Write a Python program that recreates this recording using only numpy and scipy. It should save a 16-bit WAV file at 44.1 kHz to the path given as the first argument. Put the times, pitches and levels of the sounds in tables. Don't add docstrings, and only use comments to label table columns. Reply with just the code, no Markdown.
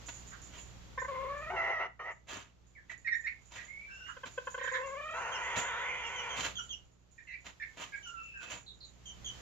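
import sys
import numpy as np
from scipy import signal
from scipy.fft import rfft, irfft, next_fast_len
from scipy.io import wavfile
from scipy.ndimage import uniform_filter1d, map_coordinates

SR = 44100
rng = np.random.default_rng(int(sys.argv[2]) if len(sys.argv) > 2 else 0)


def log_audio(samples):
    frames = np.atleast_2d(samples).T
    limited = np.clip(frames, -1, 1)
    pcm = np.round(limited * 32767).astype(np.int16)
    wavfile.write(sys.argv[1], SR, pcm)


N = 414981
TOP_HZ = 15600


def amp(db):
    return 10 ** (np.asarray(db) / 20)


def unit(x):
    return x / np.sqrt(np.mean(x ** 2) + 1e-20)


def steadied(x):
    return x / np.sqrt(np.abs(uniform_filter1d(x ** 2, SR // 20)) + 1e-9)


def along(points, hz):
    f, v = np.transpose(points)
    return np.interp(np.log(hz + 1), np.log(f + 1), v)


def curves(rows, t):
    s, *cols = np.transpose(rows)
    return [np.interp(t, s, c) for c in cols]


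def wobble(rate, size):
    knots = rng.standard_normal(int(size * rate / SR) + 4)
    return map_coordinates(knots, [np.arange(size) * rate / SR])


def filtered(x, response):
    n = x.shape[-1]
    m = next_fast_len(n + 4096)
    return irfft(rfft(x, m) * response(np.fft.rfftfreq(m, 1 / SR)), m)[..., :n]


def coloured(x, spectrum):
    return unit(filtered(x, lambda hz: amp(along(spectrum, hz))))


def bell(hz, centre_hz, width_hz):
    return 1 / (1 + ((hz - centre_hz) / width_hz) ** 2)


def ticks(length):
    return np.arange(int(max(length, .005) * SR)) / SR


def span(rows):
    return rows[0][0] + ticks(rows[-1][0] - rows[0][0])


def gate(t, rise, fall):
    nearest_end = np.minimum((t - t[0]) / rise, (t[-1] - t) / fall)
    return np.sin(np.pi / 2 * np.clip(nearest_end, 0, 1)) ** 2


def add(track, s, x):
    i = max(round(s * SR), 0)
    track[i:i + len(x)] += x[:max(N - i, 0)]


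# frequency in Hz, relative level in dB.
MAINS_PARTIALS = [(60, 0), (120, -5.5), (180, -11)]
# frequency in Hz, level in dB.
HISS_COLOUR = [(60, -14.5), (3300, -18.5), (5300, -23.5), (7100, -19), (7900, -32), (8400, -51.5),
               (12000, -36), (15500, -51)]
# time in seconds, level in dB before HUM_DB is added.
HUM_SWELL = [(0.0, -61.5), (1.5, -59.5), (1.91, -70.5), (2.59, -70.5), (6.32, -65), (6.5, -61), (7.0, -72),
             (9.01, -66.5), (9.2, -60.5)]
# time in seconds, level in dB before an offset.
HISS_SWELL = [(0.0, -59), (1.7, -67), (1.81, -82), (3.3, -73), (4.43, -63.5), (5.61, -64.5), (5.84, -70),
              (6.5, -59), (6.97, -79.5), (7.92, -65), (8.6, -76), (8.94, -71), (9.41, -57)]
HUM_DB, HISS_DB = 4, 3


def background():
    t = np.arange(N) / SR
    hum_db = curves(HUM_SWELL, t)[0] + HUM_DB
    hiss_db = curves(HISS_SWELL, t)[0] + HISS_DB
    hum = unit(sum(amp(db) * np.sin(2 * np.pi * (hz * t + rng.random())) for hz, db in MAINS_PARTIALS))
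    rumble = coloured(rng.standard_normal((2, N)), [(20, -18.0), (55, -7.0), (1500, -34), (6000, -101)])
    shared = 0.29 * rng.standard_normal(N)
    hiss = coloured(rng.standard_normal((2, N)) + shared, HISS_COLOUR)
    low_bed = amp(hum_db) * (hum + amp(-0.5) * rumble) * amp([[-1.5], [1.5]])
    return low_bed + amp(hiss_db) * hiss * amp([[-1], [1]])


# start in seconds, length in seconds, level in dB.
SCUFF_CUES = [(0.082, 0.023, -45.5), (0.513, 0.14, -56), (2.263, 0.17, -46.5), (2.883, 0.071, -58.5),
              (3.498, 0.17, -52), (4.249, 0.048, -48.5), (5.55, 0.075, -37.5), (6.348, 0.14, -40.5),
              (6.426, 0.085, -40), (7.441, 0.075, -50.5), (7.758, 0.13, -48), (8.395, 0.14, -53.5),
              (8.483, 0.11, -46)]
# frequency in Hz, level in dB.
BEDDING_COLOUR = [(40, -23), (85, 4.5), (170, -7), (1100, -1), (3000, -1), (5300, -17), (7200, -6),
                  (8400, -35), (12000, -28), (15500, -54.5)]
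SCUFF_PEAK = 0.34
SCUFF_LUMPS_DB = 3


def scuffs():
    out = np.zeros(N)
    low = lambda hz: bell(hz, 0, width_hz=1460)
    high = lambda hz: np.sqrt(1 - low(hz) ** 2)
    for s, length, db in SCUFF_CUES:
        t = ticks(2 * length)

        def grains():
            lumps = wobble(417, len(t)) + wobble(64, len(t)) / 2
            return rng.standard_normal(len(t)) * amp(SCUFF_LUMPS_DB * lumps)

        brush = filtered(grains(), low) + filtered(grains(), high)
        age = t / (SCUFF_PEAK * length)
        add(out, s, amp(db) * coloured(brush, BEDDING_COLOUR) * (age * np.exp(1 - age)) ** 2)
    return out


# start in seconds, level in dB.
PLACED_TICKS = [(4.503, -57), (5.575, -43.5), (8.502, -52)]
# frequency in Hz, level in dB.
TICK_SPECTRUM = [(5300, -22.5), (7100, 7), (8400, -41), (15500, -33)]
TICKS_PER_S, TICK_S = 6.9, 0.054
TICK_DB, TICK_SPREAD_DB = -0.5, 7.5


def shavings():
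    out, t = np.zeros(N), ticks(5 * TICK_S)
    when, size = rng.random((int(TICKS_PER_S * N / SR), 2)).T
    faint_s = when * N / SR
    faint_db = curves(HISS_SWELL, faint_s)[0] + TICK_DB + TICK_SPREAD_DB * (2 * size - 1)
    for s, db in [*PLACED_TICKS, *zip(faint_s, faint_db)]:
        tick = coloured(rng.standard_normal(len(t)), TICK_SPECTRUM) * np.exp(-t / TICK_S)
        add(out, s, amp(db) * tick)
    return out


def note(length, start_hz, end_hz, rough, overtones_db):
    t = ticks(length)
    waver = 1 + 0.0075 * wobble(87.4, len(t)) + 0.186 * rough * wobble(900, len(t))
    pitch = np.geomspace(start_hz, end_hz, len(t)) * waver
    phase = 2 * np.pi * np.cumsum(pitch) / SR
    tone = np.sin(phase) + sum(amp(db) * np.sin(k * phase) for k, db in enumerate(overtones_db, 2))
    shaken = unit(tone * (1 + 0.26 * rough * wobble(500, len(t))))
    return shaken * gate(t, 0.084 * t[-1], 0.18 * t[-1])


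# start in seconds, length in seconds, pitch in Hz, level in dB,
# roughness from 0 to 1, level of the crack over the note in dB.
SQUEAK_CUES = [(0.316, 0.027, 1533, -55.5, 0.7, -23), (0.978, 0.016, 1875, -42, 0.15, -33),
               (2.896, 0.0079, 2034, -42, 0, -15), (3.046, 0.031, 1923, -44, 0, 8.5),
               (3.111, 0.028, 1906, -34.5, 0.04, -7.5), (3.239, 0.03, 1890, -43.5, 0, 7.5),
               (3.556, 0.055, 1955, -52.5, 0.35, -10), (4.061, 0.047, 1506, -53, 0.52, -10),
               (4.584, 0.12, 1862, -46, 0.41, -5), (4.732, 0.03, 1856, -38.5, 0.57, -12),
               (7.179, 0.016, 1904, -56, 0, -10), (7.269, 0.072, 2083, -52, 0.25, 5.5),
               (7.598, 0.029, 1824, -46.5, 0.14, 3), (7.92, 0.033, 1677, -51.5, 0, -6)]
SAG, SWELL_DB = .05, 11
SECOND_VOICE, SECOND_VOICE_DB = 1.3, -60
CRACK_JUMP, CRACK_RISE = 0.11, 0.053
CRACK_S, CRACK_OVERLAP_S, CRACK_ROUGH = 0.016, 0.0049, 0.37


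def squeaks():
    out = np.zeros(N)
    for s, length, hz, db, rough, crack_db in SQUEAK_CUES:
        tone = note(length, hz, hz * (1 - SAG), rough, overtones_db=[-25 + 20 * rough, -27])
        swell = amp(np.linspace(0, SWELL_DB, len(tone)))
        add(out, s, amp(db) * unit(tone * swell))
        second_hz = hz * SECOND_VOICE
        second = note(length, second_hz, second_hz * (1 - SAG), rough, overtones_db=[])
        add(out, s, min(amp(db) / 2, amp(SECOND_VOICE_DB)) * second)
        crack_hz = hz * (1 + CRACK_JUMP)
        crack = note(CRACK_S, crack_hz, crack_hz * (1 + CRACK_RISE), CRACK_ROUGH, overtones_db=[-25])
        add(out, s + length - CRACK_OVERLAP_S, amp(db + crack_db) * crack)
    return out


# time in seconds, level in dB.
CLUCK_CUES = [
    [(0.976, -35), (1.017, -35.5), (1.046, -37.5)],
    [(4.166, -47), (4.234, -39), (4.377, -34), (4.470, -35), (4.543, -36.5), (4.577, -38.5), (4.610, -38.5),
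     (4.640, -38), (4.673, -38)],
]
CLUCK_COLOURS = [
    [-9, 0, -5.5, -9, -28, -31],
    [-4.5, 0, 1, -14.5, -13, -11.5],
]
CLUCK_HZ, CLUCK_SAG = 538.5, 0.071
CLUCK_SCATTER_DB = 2.5
GRIT, GRIT_HZ = .19, 240


def clucks():
    out, t = np.zeros(N), ticks(0.019)
    pitch = np.linspace(CLUCK_HZ, CLUCK_HZ * (1 - CLUCK_SAG), len(t))
    phase = 2 * np.pi * np.cumsum(pitch) / SR
    for rows, partials_db in zip(CLUCK_CUES, CLUCK_COLOURS):
        for s, db in rows:
            pulse = np.zeros(len(t))
            for k, level in enumerate(partials_db, 1):
                strength = amp(level + CLUCK_SCATTER_DB * rng.standard_normal())
                pulse += strength * np.cos(k * phase + k * k / 2 + GRIT * k * wobble(GRIT_HZ, len(t)))
            add(out, s - .002, amp(db) * unit(pulse) * gate(t, 0.0061, 0.009))
    return out


# time in seconds, pitch in Hz, level in dB.
MOAN_CURVES = [
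    [(1.075, 562, -38), (1.125, 528.5, -40.5), (1.28, 531, -40.5), (1.39, 599, -43.5), (1.535, 647, -42)],
    [(4.71, 508.6, -39), (4.93, 543, -43), (5.15, 662, -42), (5.215, 706, -46)],
]
# list of partial levels in dB, depth of the throat's hollow in dB, breath in dB.
MOAN_VOICES = [([1.5, 4.5, 0.5, -8, -24.5, -37.5], 36, -15), ([-4, -2, -9.5, -9, -18.5, -28.5], 2.3, -35.5)]
HOLLOW_HZ = 1540
QUAVER, FLUTTER_DB = .022, 0.72
STUTTER_HZ, STUTTER_S = 32.5, 0.035


def moans():
    out = np.zeros(N)
    for rows, (partials_db, hollow_db, breath_db) in zip(MOAN_CURVES, MOAN_VOICES):
        t = span(rows)
        pitch, db = curves(rows, t)
        phase = 2 * np.pi * np.cumsum(pitch * (1 + QUAVER * wobble(85, len(t)))) / SR
        voice = np.zeros(len(t))
        for k, level in enumerate(partials_db, 1):
            hollow = hollow_db * bell(k * pitch, HOLLOW_HZ, width_hz=75)
            flutter = FLUTTER_DB * k * wobble(60, len(t))
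            wave = np.cos(k * phase + k * k / 2 + GRIT * k * wobble(GRIT_HZ, len(t)))
            voice += wave * amp(level - hollow + flutter)
        puffed_air = rng.standard_normal(len(t)) * (1 + np.cos(phase))
        breath = coloured(puffed_air, [(400, -9.5), (1400, 1.0), (3400, -8.5), (8000, -37.0)])
        pulsing = np.cos(np.pi * STUTTER_HZ * (t - t[0])) ** 2
        stutter = 1 - np.exp((t[0] - t) / STUTTER_S) * pulsing
        add(out, t[0], amp(db) * stutter * (unit(voice) + amp(breath_db) * breath) * gate(t, 0.005, 0.04))
    return out


HALF_PITCH_DB = -4.98


def syrinx(pitch, rough):
    n, rough = len(pitch), np.clip(rough, 0, 1)
    shake = np.sqrt(rough)
    jitter = 0.01008 * wobble(90, n) + 0.0501 * shake * wobble(300, n)
    phase = 2 * np.pi * np.cumsum(pitch * (1 + jitter)) / SR

    def partial(k):
        wave = np.cos(k * phase + k * k / 2 + 1.82 * shake * wobble(330, n))
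        return wave * amp(1.73 * wobble(49.4, n))

    puffs = unit(sum(partial(k) + shake * amp(HALF_PITCH_DB) * partial(k - .5) for k in range(1, 15)))
    bursts = rng.standard_normal(n) * (1 + np.cos(phase))
    turbulence = unit(filtered(bursts, lambda hz: hz < TOP_HZ / 2))
    return np.sqrt(1 - rough) * puffs + rough * turbulence


# time in seconds, level in dB,
# pitch in Hz, roughness from 0 to 1.
RASP_CURVES = [
    [(1.495, -35, 657.4, 0.1), (1.525, -40, 773, 0.18), (1.56, -37.5, 714.5, 0.46),
     (1.585, -34, 673.7, 0.1), (1.65, -34.5, 657, 0.27), (1.71, -34, 665, 0.32), (1.78, -38, 631, .02),
     (1.815, -34.5, 658, 0.31), (1.885, -43.5, 653.6, 0.44)],
    [(1.99, -41, 623, 0.23), (2.035, -46.5, 613.5, 0.09), (2.08, -41, 646, 0.28), (2.138, -42, 623, 0.23)],
]
# frequency in Hz, level in dB.
RASP_THROAT = [(220, -39), (380, -4), (620, -5.5), (840, 4), (1350, -4.5), (1680, -6.5), (1990, 5.5),
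               (2200, 0.5), (2500, -21), (2850, -7), (3150, -27), (4900, -41.5), (6200, -32), (7100, -75)]
CLOSED_DB = 9
BREAK_AFTER_S, MUFFLED_DB = 0.054, 8.5


def rasps():
    out = np.zeros(N)
    closed_db = lambda hz: -CLOSED_DB * (bell(hz, 2000, width_hz=200) + bell(hz, 880, width_hz=140))
    muffle_db = lambda hz: -MUFFLED_DB * (1 + np.tanh((hz - HOLLOW_HZ) / 200)) / 2
    clear_from_s = RASP_CURVES[0][0][0] + BREAK_AFTER_S
    for rows in RASP_CURVES:
        t = span(rows)
        db, pitch, rough = curves(rows, t)
        opening = np.clip((db - db.min()) / np.ptp(db), 0, 1)
        wide = coloured(syrinx(pitch, rough), RASP_THROAT)
        narrow = filtered(wide, lambda hz: amp(closed_db(hz)))
        voice = opening * wide + (1 - opening) * narrow
        muffled = filtered(voice, lambda hz: amp(muffle_db(hz)))
        cleared = np.clip((t - clear_from_s) / 0.023, 0, 1)
        mixed = steadied(cleared * voice + (1 - cleared) * muffled)
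        add(out, t[0], amp(db) * mixed * gate(t, 0.01, 0.031))
    return out


# start in seconds, starting pitch in Hz, ending pitch in Hz, level in dB.
PEEP_CUES = [(5.317, 3250, 2670, -47), (6.029, 2900, 2690, -51), (6.156, 3165, 2849, -46.5),
             (6.29, 3363, 3000, -49), (6.552, 3380, 2850, -45), (6.69, 3420, 2807, -47),
             (8.661, 4060, 3585, -55.5), (8.803, 4220, 3940, -57), (9.054, 3240, 2963, -52),
             (9.243, 3318, 3050, -45)]
# start in seconds, length in seconds, starting and ending pitch in Hz, level in dB.
WHINE_CUES = [(2.75, 0.049, 2370, 1530, -59.5), (3.672, 0.22, 2107, 2352, -53.5),
              (3.892, 0.25, 2644, 2916, -58.5), (3.872, 0.18, 1606, 1460, -57.5),
              (6.583, 0.021, 1500, 1326, -48), (7.93, 0.036, 2290, 2237, -49),
              (8.025, 0.084, 3040, 2800, -54.5), (8.05, 0.19, 1416, 1335, -54.5),
              (8.147, 0.45, 2702, 2550, -57), (8.336, 0.096, 1631, 1420, -54)]
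# frequency in Hz, level in dB.
OCTAVE_LEVEL = [(4800, -46), (5500, -15), (6400, -6), (7100, 14), (7900, -46)]
PEEP_S, PEEP_ROUGH, WHINE_ROUGH = .058, 0.094, 0.13
STRAIN_HZ, STRAIN_SPAN_HZ = 3500, 4500


def peeps():
    out = np.zeros(N)
    calls = [(*row, WHINE_ROUGH) for row in WHINE_CUES]
    for s, start_hz, end_hz, db in PEEP_CUES:
        strain = max(start_hz - STRAIN_HZ, 0) / STRAIN_SPAN_HZ
        calls.append((s, PEEP_S, start_hz, end_hz, db, PEEP_ROUGH + strain))
    for s, length, start_hz, end_hz, db, rough in calls:
        octave_db = along(OCTAVE_LEVEL, start_hz + end_hz)
        add(out, s, amp(db) * note(length, start_hz, end_hz, rough, overtones_db=[octave_db]))
    return out


# time in seconds, level in dB, roughness
# from 0 to 1, second resonance in Hz, its lift in dB, depth of the hollow in dB, upper edge in Hz.
SQUAWK_CURVE = [(5.125, -44, 0.32, 1500, 3, -2, 2810), (5.2, -39, 0.47, 1570, 4, 2, 3100),
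                (5.32, -41, .45, 1720, -2.5, -3, 3120), (5.47, -38.5, 0.42, 2050, 12, 6.5, 3500),
                (5.8, -39, 0.33, 1980, 6.5, -6, 3980), (5.9, -38, 0.4, 2237, 20.5, 4.5, 3520),
                (6.01, -42.5, 0.33, 2140, 14, 6, 3630), (6.42, -42.5, 0.34, 2225, 6.5, 5, 3400)]
# frequency in Hz, level in dB.
SQUAWK_COLOUR = [(220, -29), (380, -17.5), (520, -9.5), (1450, -3.5), (2450, -11.5), (2900, -10),
                 (5400, -14), (6650, 3), (8000, -17.5)]
SQUAWK_HZ, FIRST_HZ, FIRST_LIFT_DB = 482.8, 916, 4.5
EDGE_DB = 23.5
SQUAWK_DRIFT, DRIFT_HZ = .06, 18
GRAIN_DB, GRAIN_HZ = 0.3, 69.2


def squawk():
    out, t = np.zeros(N), span(SQUAWK_CURVE)
    db, rough, *_ = curves(SQUAWK_CURVE, t)
    pitch = SQUAWK_HZ * (1 + SQUAWK_DRIFT * wobble(DRIFT_HZ, len(t)))
    hz, frames, z = signal.stft(syrinx(pitch, rough), SR, nperseg=1024)
    hz = hz[:, None]
    *_, second_hz, lift_db, hollow_db, edge_hz = curves(SQUAWK_CURVE, t[0] + frames)
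    drift = np.interp(frames, t - t[0], wobble(DRIFT_HZ, len(t)))
    first_hz = FIRST_HZ * (1 + SQUAWK_DRIFT * drift)
    throat_db = along(SQUAWK_COLOUR, hz) + FIRST_LIFT_DB * bell(hz, first_hz, width_hz=170)
    throat_db = throat_db + lift_db * bell(hz, second_hz, width_hz=272)
    throat_db = throat_db - hollow_db * bell(hz, HOLLOW_HZ, width_hz=550)
    throat_db = throat_db - EDGE_DB * (1 + np.tanh((hz - edge_hz) / 200)) / 2
    voice = signal.istft(z * amp(throat_db), nperseg=1024)[1][:len(t)]
    sputter = amp(GRAIN_DB * wobble(GRAIN_HZ, len(t)))
    add(out, t[0], amp(db) * steadied(voice) * sputter * gate(t, 0.028, 0.034))
    return out


# frequency in Hz, time to fall by 60 dB in seconds.
ROOM_DECAY = [(2000, 0.24), (7000, 0.17)]
CAGE_T60 = .045


def placed(x, lead_ms, balance, cage_db, room_db):
    sides, start = np.array([[.5], [-.5]]), SR // 500
    hz, t, z = signal.stft(rng.standard_normal((2, SR // 2)), SR, nperseg=256)
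    tail = signal.istft(z * amp(-60 * t / along(ROOM_DECAY, hz)[:, None]), SR, nperseg=256)[1]
    cage_decay = amp(-60 * np.arange(tail.shape[1]) / SR / CAGE_T60)
    early = rng.standard_normal(tail.shape) * cage_decay
    answer = amp(room_db) * tail / np.linalg.norm(tail[0]) + amp(cage_db) * early / np.linalg.norm(early[0])
    answer = np.pad(answer, ((0, 0), (2 * start, 0)))
    impulse = signal.unit_impulse(answer.shape[1], start)
    direct = filtered(impulse, lambda hz: np.exp(2j * np.pi * hz * sides * lead_ms / 1000))
    path = filtered(direct + answer, lambda hz: amp(sides * along(balance, hz)))
    return signal.fftconvolve(x[None], path, axes=1)[:, start:start + N]


def scene():
    litter = placed(scuffs() + shavings(), lead_ms=0,
                    balance=[(1000, 2), (7000, -13.5), (9000, 1.0)], cage_db=0, room_db=-5.0)
    squeakers = placed(squeaks(), lead_ms=0.437,
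                       balance=[(1600, -12.5), (3000, -0.5)], cage_db=-23.5, room_db=2.5)
    hen = placed(clucks() + moans() + rasps() + squawk(), lead_ms=0.0776,
                 balance=[(700, 4.0), (2600, -4.5), (7000, -15.5)], cage_db=-7.0, room_db=-7.5)
    peepers = placed(peeps(), lead_ms=0.434, balance=[(1500, -4.5)], cage_db=-7.0, room_db=2.0)
    return background() + litter + squeakers + hen + peepers


def record(dry):
    return filtered(dry, lambda hz: hz < TOP_HZ)


dry = scene()
out = record(dry)
log_audio(out)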